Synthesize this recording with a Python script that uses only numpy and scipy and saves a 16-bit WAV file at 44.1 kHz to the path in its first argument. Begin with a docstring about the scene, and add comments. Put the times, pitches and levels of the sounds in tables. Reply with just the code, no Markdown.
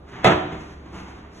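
"""A socked foot drops onto a vinyl bean bag: the cover cracks and slaps, the bag thumps and the beads
crunch as they pack. Before and after, feet rub the cover and the filling shifts.
The room is bare and tiled, with a low rumble and a faint hum underneath.
A closely spaced microphone pair hears it all, centred in the bass and wider in the mids."""
import sys
import numpy as np
from scipy import signal
from scipy.fft import rfft, irfft, next_fast_len
from scipy.io import wavfile
from scipy.ndimage import uniform_filter1d, minimum_filter1d

SR = 44100
rng = np.random.default_rng(int(sys.argv[2]) if len(sys.argv) > 2 else 0)


def int16_out(signal):
    """Quantize to a 16-bit WAV file."""
    q = np.round(np.clip(np.atleast_2d(signal).T, -1, 1) * 32767)
    wavfile.write(sys.argv[1], SR, q.astype(np.int16))


N = 61739
STEP_S = 0.245  # the foot lands
BEADS_PER_S, CREASES_PER_S = 5000, 3000

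# Reverb time of the tiled room: f/Hz, t60/s
ROOM_DECAY = [(80, 1), (300, 0.84), (550, 0.62), (1000, 0.72), (2000, 0.69), (4000, 0.67), (10000, 0.41)]
# Stereo width, as gain on the side signal: f/Hz, level/dB
MIC_WIDTH = [(60, -30), (180, -25), (350, -8), (600, -2), (1100, 0), (3400, -1.5), (4500, -22), (7000, -24),
             (11000, -16)]
# Lead of the left microphone over the right: f/Hz, phase/rad
MIC_PHASE = [(20, 0), (600, 0), (2100, .9), (3600, 1.2), (4400, 3.1), (5500, 3.2), (5850, 6.2), (7600, 6.4),
             (8200, 9.3), (9500, 9.5), (10100, 12.5)]
# Balance, left minus right: f/Hz, level/dB
MIC_BALANCE = [(190, 0), (350, -2), (620, -4.2), (1100, -1.2), (2000, -.5), (10000, -.3)]
# EQ of the room rumble: f/Hz, level/dB
RUMBLE_EQ = [(20, -15.5), (40, 1), (68, 2.5), (100, -10), (150, -2), (200, -7), (350, -6.5), (520, -13.5),
             (1200, -20.5), (2500, -34), (4500, -37), (8000, -53), (12000, -53)]
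# Foot movements: peak t/s, rise/s, fall/s, rub level/dB, swish level/dB, shift level/dB
FOOT_MOVES = [(0.097, 0.0077, 0.033, -63, -59, -73), (0.142, .037, 0.086, -39, -63, -43.5),
              (0.531, 0.086, 0.041, -43.5, -77, -42.5), (0.655, 0.083, 0.048, -45, -57, -47),
              (.925, 0.088, 0.089, -49.5, -69.5, -43), (1.002, 0.056, 0.1, -42.5, -55, -48),
              (1.25, 0.15, 0.083, -54, -84, -58), (1.383, 0.034, 0.068, -48, -52, -45.5)]
# EQ of the rubbed vinyl: f/Hz, level/dB
RUB_EQ = [(80, -8.5), (170, 3), (380, 4.5), (520, -8.5), (750, -0.5), (1200, -0.5), (2000, -4.5),
          (3500, -14), (5000, -25.5), (7000, -25), (9000, -68), (12000, -79)]
# EQ of the sock's airy swish: f/Hz, level/dB
SWISH_EQ = [(500, -14), (2000, -2.5), (4000, 4.5), (6700, 5.5), (8000, -5.5), (11000, -8.5), (12000, -20)]
# EQ of the muffled, shifting beads: f/Hz, level/dB
SHIFT_EQ = [(40, -15.5), (72, 3.5), (105, 1), (150, 0), (210, -2), (270, -1), (370, -0.5), (500, -11.5),
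            (1000, -18), (3000, -65)]
# Dull blows as the weight sinks in, the filling locks and the bag settles: t/s, f/Hz, level/dB, half-width/s
BAG_PUSHES = [(0.260, 134.3, -15, 0.011), (0.304, 152.6, -19.5, .009), (0.349, 86, -24, 0.0088)]
# Resonances of bag and room: f/Hz, relative level/dB, t60/s
THUMP_MODES = [(89.15, -13, 1), (118.7, -1, 0.24), (152.1, -9.5, 0.73), (186.9, 0.5, 0.42),
               (309.3, -7.5, 0.89), (363.4, -2, 0.7), (442.3, 0.5, 0.4), (599.3, -4.5, 0.52),
               (670.5, 0, 0.19), (670.4, 6.5, 0.19), (838.5, -3.5, 0.33), (988, -3.5, 0.45),
               (1243, -0.5, 0.26), (1314, -5, 0.33), (2030, 5.5, 0.074)]
# Vinyl folds giving way under the foot: t/s, level/dB
FOLD_CRACKS = [(0.2445, -6), (0.2468, -5)]
# EQ of a fold's bright snap: f/Hz, level/dB
CRACK_EQ = [(300, -10), (1000, -2), (3000, 0), (5000, -4), (7000, -5), (8500, -11), (10500, -18),
            (12000, -32)]
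# EQ of the packing beads: f/Hz, level/dB
CRUNCH_EQ = [(40, -27), (80, -14), (130, -3.5), (250, 2), (400, 3), (520, -6), (950, 0), (1600, -5),
             (3400, -13.5), (5000, -31), (7500, -35), (10500, -52), (12000, -68)]
# EQ of the cover's slap: f/Hz, level/dB
SLAP_EQ = [(60, -45), (150, -11.5), (350, 1.5), (500, 1), (720, 7.5), (1000, -2), (1500, -5.5),
           (2100, -7.5), (3700, -11), (5000, -24), (7000, -24.5), (9000, -40), (11000, -39.5), (12000, -48)]


def amp(db):
    """Decibels to gain."""
    return 10 ** (np.asarray(db) / 20)


def lookup(table, hz):
    """Read a curve on a log-frequency axis."""
    points = np.array(table, float)
    return np.interp(np.log(np.maximum(hz, 1)), np.log(points[:, 0]), points[:, 1])


def unit(x):
    """Scale to rms 1."""
    return x / np.sqrt(np.mean(x ** 2))


def eq(x, curve):
    """Minimum-phase EQ of unit power: the curve sets only the tone colour."""
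    size = 4096
    cepstrum = irfft(np.log(amp(lookup(curve, np.fft.rfftfreq(size, 1 / SR)))))
    cepstrum[1:size // 2] *= 2
    cepstrum[size // 2 + 1:] = 0
    response = irfft(np.exp(rfft(cepstrum)))
    return signal.fftconvolve(x, response / np.linalg.norm(response))[:N]


def grains(per_s, spread_db):
    """A steady stream of tiny clicks of uneven size."""
    present = rng.random(N) < per_s / SR
    polarity = rng.choice([-1, 1], N)
    sizes = amp(spread_db * np.clip(rng.standard_normal(N), -2, 2))
    return unit(present * polarity * sizes)


def wander(per_s):
    """Random modulation: values joined by straight lines."""
    knots = rng.standard_normal(256)
    return np.interp(np.arange(N) / SR * per_s, np.arange(len(knots)), knots)


def envelope(start, attack, hold, release):
    """Straight rise, hold, exponential release, all in seconds."""
    t = np.arange(N) / SR - start
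    return np.clip(t / attack, 0, 1) * np.exp(-np.maximum(t - attack - hold, 0) / release)


def room_tail():
    """Diffuse reverb off the tiles, as mid and side; each octave dies at its own rate."""
    predelay_s, build_s = 0.0063, 0.0023
    size = next_fast_len(N, True)
    t, hz = np.arange(N) / SR, np.fft.rfftfreq(size, 1 / SR)
    noise = rfft(rng.standard_normal((2, size)))
    centres = 62.5 * 2. ** np.arange(9)
    tail = 0
    for centre, weights in zip(centres, np.eye(len(centres))):
        octave = lookup(list(zip(centres, weights)), hz)
        band = irfft(noise * octave, size)[:, :N]
        tail += band * np.exp(-np.log(1000) * t / lookup(ROOM_DECAY, centre))
    return unit(tail * np.clip((t - predelay_s) / build_s, 0, 1)) / np.sqrt(N)


def in_room(x, tail, wet_db):
    """Direct sound from ahead plus reverb, as mid and side."""
    wet = amp(wet_db)
    reverb = signal.fftconvolve(x[None], tail, axes=1)[:, :N]
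    return (np.array([x, 0 * x]) + wet * reverb) / np.hypot(1, wet)


def early_reflections(x, side_db, decay_s):
    """Floor and furniture scatter the first milliseconds sideways."""
    scatter = unit(rng.standard_normal(N) * envelope(0, 0.0012, 0, decay_s)) / np.sqrt(N)
    return np.array([0 * x, amp(side_db) * signal.fftconvolve(x, scatter)[:N]])


def microphones(mid_side):
    """Mid and side to left and right: the pair shares the bass; higher up, level and phase differ."""
    size = next_fast_len(N + SR // 20, True)
    hz = np.fft.rfftfreq(size, 1 / SR)
    mid, side = rfft(mid_side, size)
    sign = np.array([[1], [-1]])
    left_right = mid + sign * amp(lookup(MIC_WIDTH, hz)) * side
    balance = amp(sign * lookup(MIC_BALANCE, hz) / 2)
    phase_shift = np.exp(0.5j * sign * lookup(MIC_PHASE, hz))
    return irfft(left_right * balance * phase_shift, size)[:, :N]


def room_tone():
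    """The bed: a steady low rumble with a faint, wavering hum in the centre."""
    rumble_db, hum_db, hum_hz, waver_rad = -46.5, -50, 70, 0.4
    phase = 2 * np.pi * hum_hz * np.arange(N) / SR + waver_rad * wander(per_s=6)
    hum = amp(hum_db) * unit(np.sin(phase))
    rumble = amp(rumble_db) * np.array([eq(rng.standard_normal(N), RUMBLE_EQ) for _ in range(2)])
    return rumble + np.array([hum, 0 * hum])


def rustle(tail):
    """Each foot movement creases the cover, slides a sock over it and shifts the beads inside."""
    t = np.arange(N) / SR
    power = np.zeros((3, N))
    for peak, rise, fall, *levels_db in FOOT_MOVES:
        swell = np.exp(-((t - peak) / np.where(t < peak, rise, fall)) ** 2)
        power += amp(levels_db)[:, None] ** 2 * swell
    stick_slip = amp(3.5 * wander(per_s=36))  # the cloth catches as it slides
    rub_gain, swish_gain, shift_gain = np.sqrt(power) * stick_slip
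    rub = eq(rub_gain * grains(CREASES_PER_S, spread_db=3), RUB_EQ)
    swish = eq(swish_gain * grains(BEADS_PER_S, spread_db=0.5), SWISH_EQ)
    shift = eq(shift_gain * grains(BEADS_PER_S, spread_db=1.5), SHIFT_EQ)
    return in_room(rub + swish + shift, tail, wet_db=-3)


def pushes(tail):
    """The weight: each dull blow heaves the bag for a few cycles."""
    t = np.arange(N) / SR
    heave = np.zeros(N)
    for peak, hz, db, half_width in BAG_PUSHES:
        swell = np.exp(-((t - peak) / half_width) ** 2)
        heave += amp(db) * swell * np.sin(2 * np.pi * hz * (t - peak))
    return in_room(heave, tail, wet_db=-16)


def thump():
    """The body: the soft landing rings the resonances of bag and room, from ahead and from the sides."""
    level_db, side_db, lag_s, attack_s = -17, -8, 0.00508, 0.0011
    t = np.maximum(np.arange(N) / SR - STEP_S - lag_s, 0)
    ring = np.zeros((2, N))
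    for hz, db, t60 in THUMP_MODES:
        phase = 2 * np.pi * (hz * t + rng.random())
        sideways = rng.choice([-1, 1]) * amp(side_db)
        decay = np.exp(-np.log(1000) * t / t60)
        ring += amp(db) * decay * np.array([np.sin(phase), sideways * np.cos(phase)])
    return amp(level_db) * ring * (1 - np.exp(-t / attack_s))


def cracks():
    """The transient: each vinyl fold gives way with one sharp click and a few splinters."""
    force = np.zeros(N)
    for start, db in FOLD_CRACKS:
        click = signal.unit_impulse(N, int(start * SR))
        splinters = amp(-20) * rng.standard_normal(N) * envelope(start, 1 / SR, hold=0, release=0.0006)
        force += amp(db) * (click + splinters)
    return eq(force, CRACK_EQ)


def landing(tail, crack):
    """The hit: the sock grazes, the cover cracks and slaps, and the beads crunch until they lock."""
    graze_db, slap_db, crunch_db, graze_lead_s = -28, -9, -18, 0.02
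    brushing = envelope(STEP_S - graze_lead_s, attack=graze_lead_s, hold=0, release=0.0021)
    graze = amp(graze_db) * eq(rng.standard_normal(N) * brushing, RUB_EQ)
    flattening = envelope(STEP_S, attack=0.00048, hold=0.02, release=0.014)
    slap = amp(slap_db) * eq(grains(CREASES_PER_S, spread_db=1) * flattening, SLAP_EQ)
    packing = envelope(STEP_S, attack=0.015, hold=0.063, release=0.012)
    crunch = amp(crunch_db) * eq(grains(BEADS_PER_S, spread_db=2.5) * packing, CRUNCH_EQ)
    hit = graze + crack + slap + crunch
    return in_room(hit, tail, wet_db=-10) + early_reflections(hit, side_db=-3, decay_s=0.0027)


def scene():
    """One heavy step and the shuffling round it; the cracks also arrive dry, dead centre."""
    tail, crack = room_tail(), cracks()
    mid_side = landing(tail, crack) + pushes(tail) + thump() + rustle(tail) + room_tone()
    return microphones(mid_side) + amp(-6) * crack


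def record(dry):
    """A fast limiter holds down the highest peaks, then a steep low-pass cuts the top."""
    ceiling, window_s, top_hz = 0.92, 0.004, 11700
    window = int(window_s * SR)
    needed_gain = ceiling / np.maximum(np.abs(dry).max(axis=0), ceiling)
    gain = uniform_filter1d(minimum_filter1d(needed_gain, window), window)
    lowpass = signal.ellip(8, 0.2, 70, top_hz, fs=SR, output="sos")
    return signal.sosfilt(lowpass, dry * gain)


dry = scene()
out = record(dry)
int16_out(out)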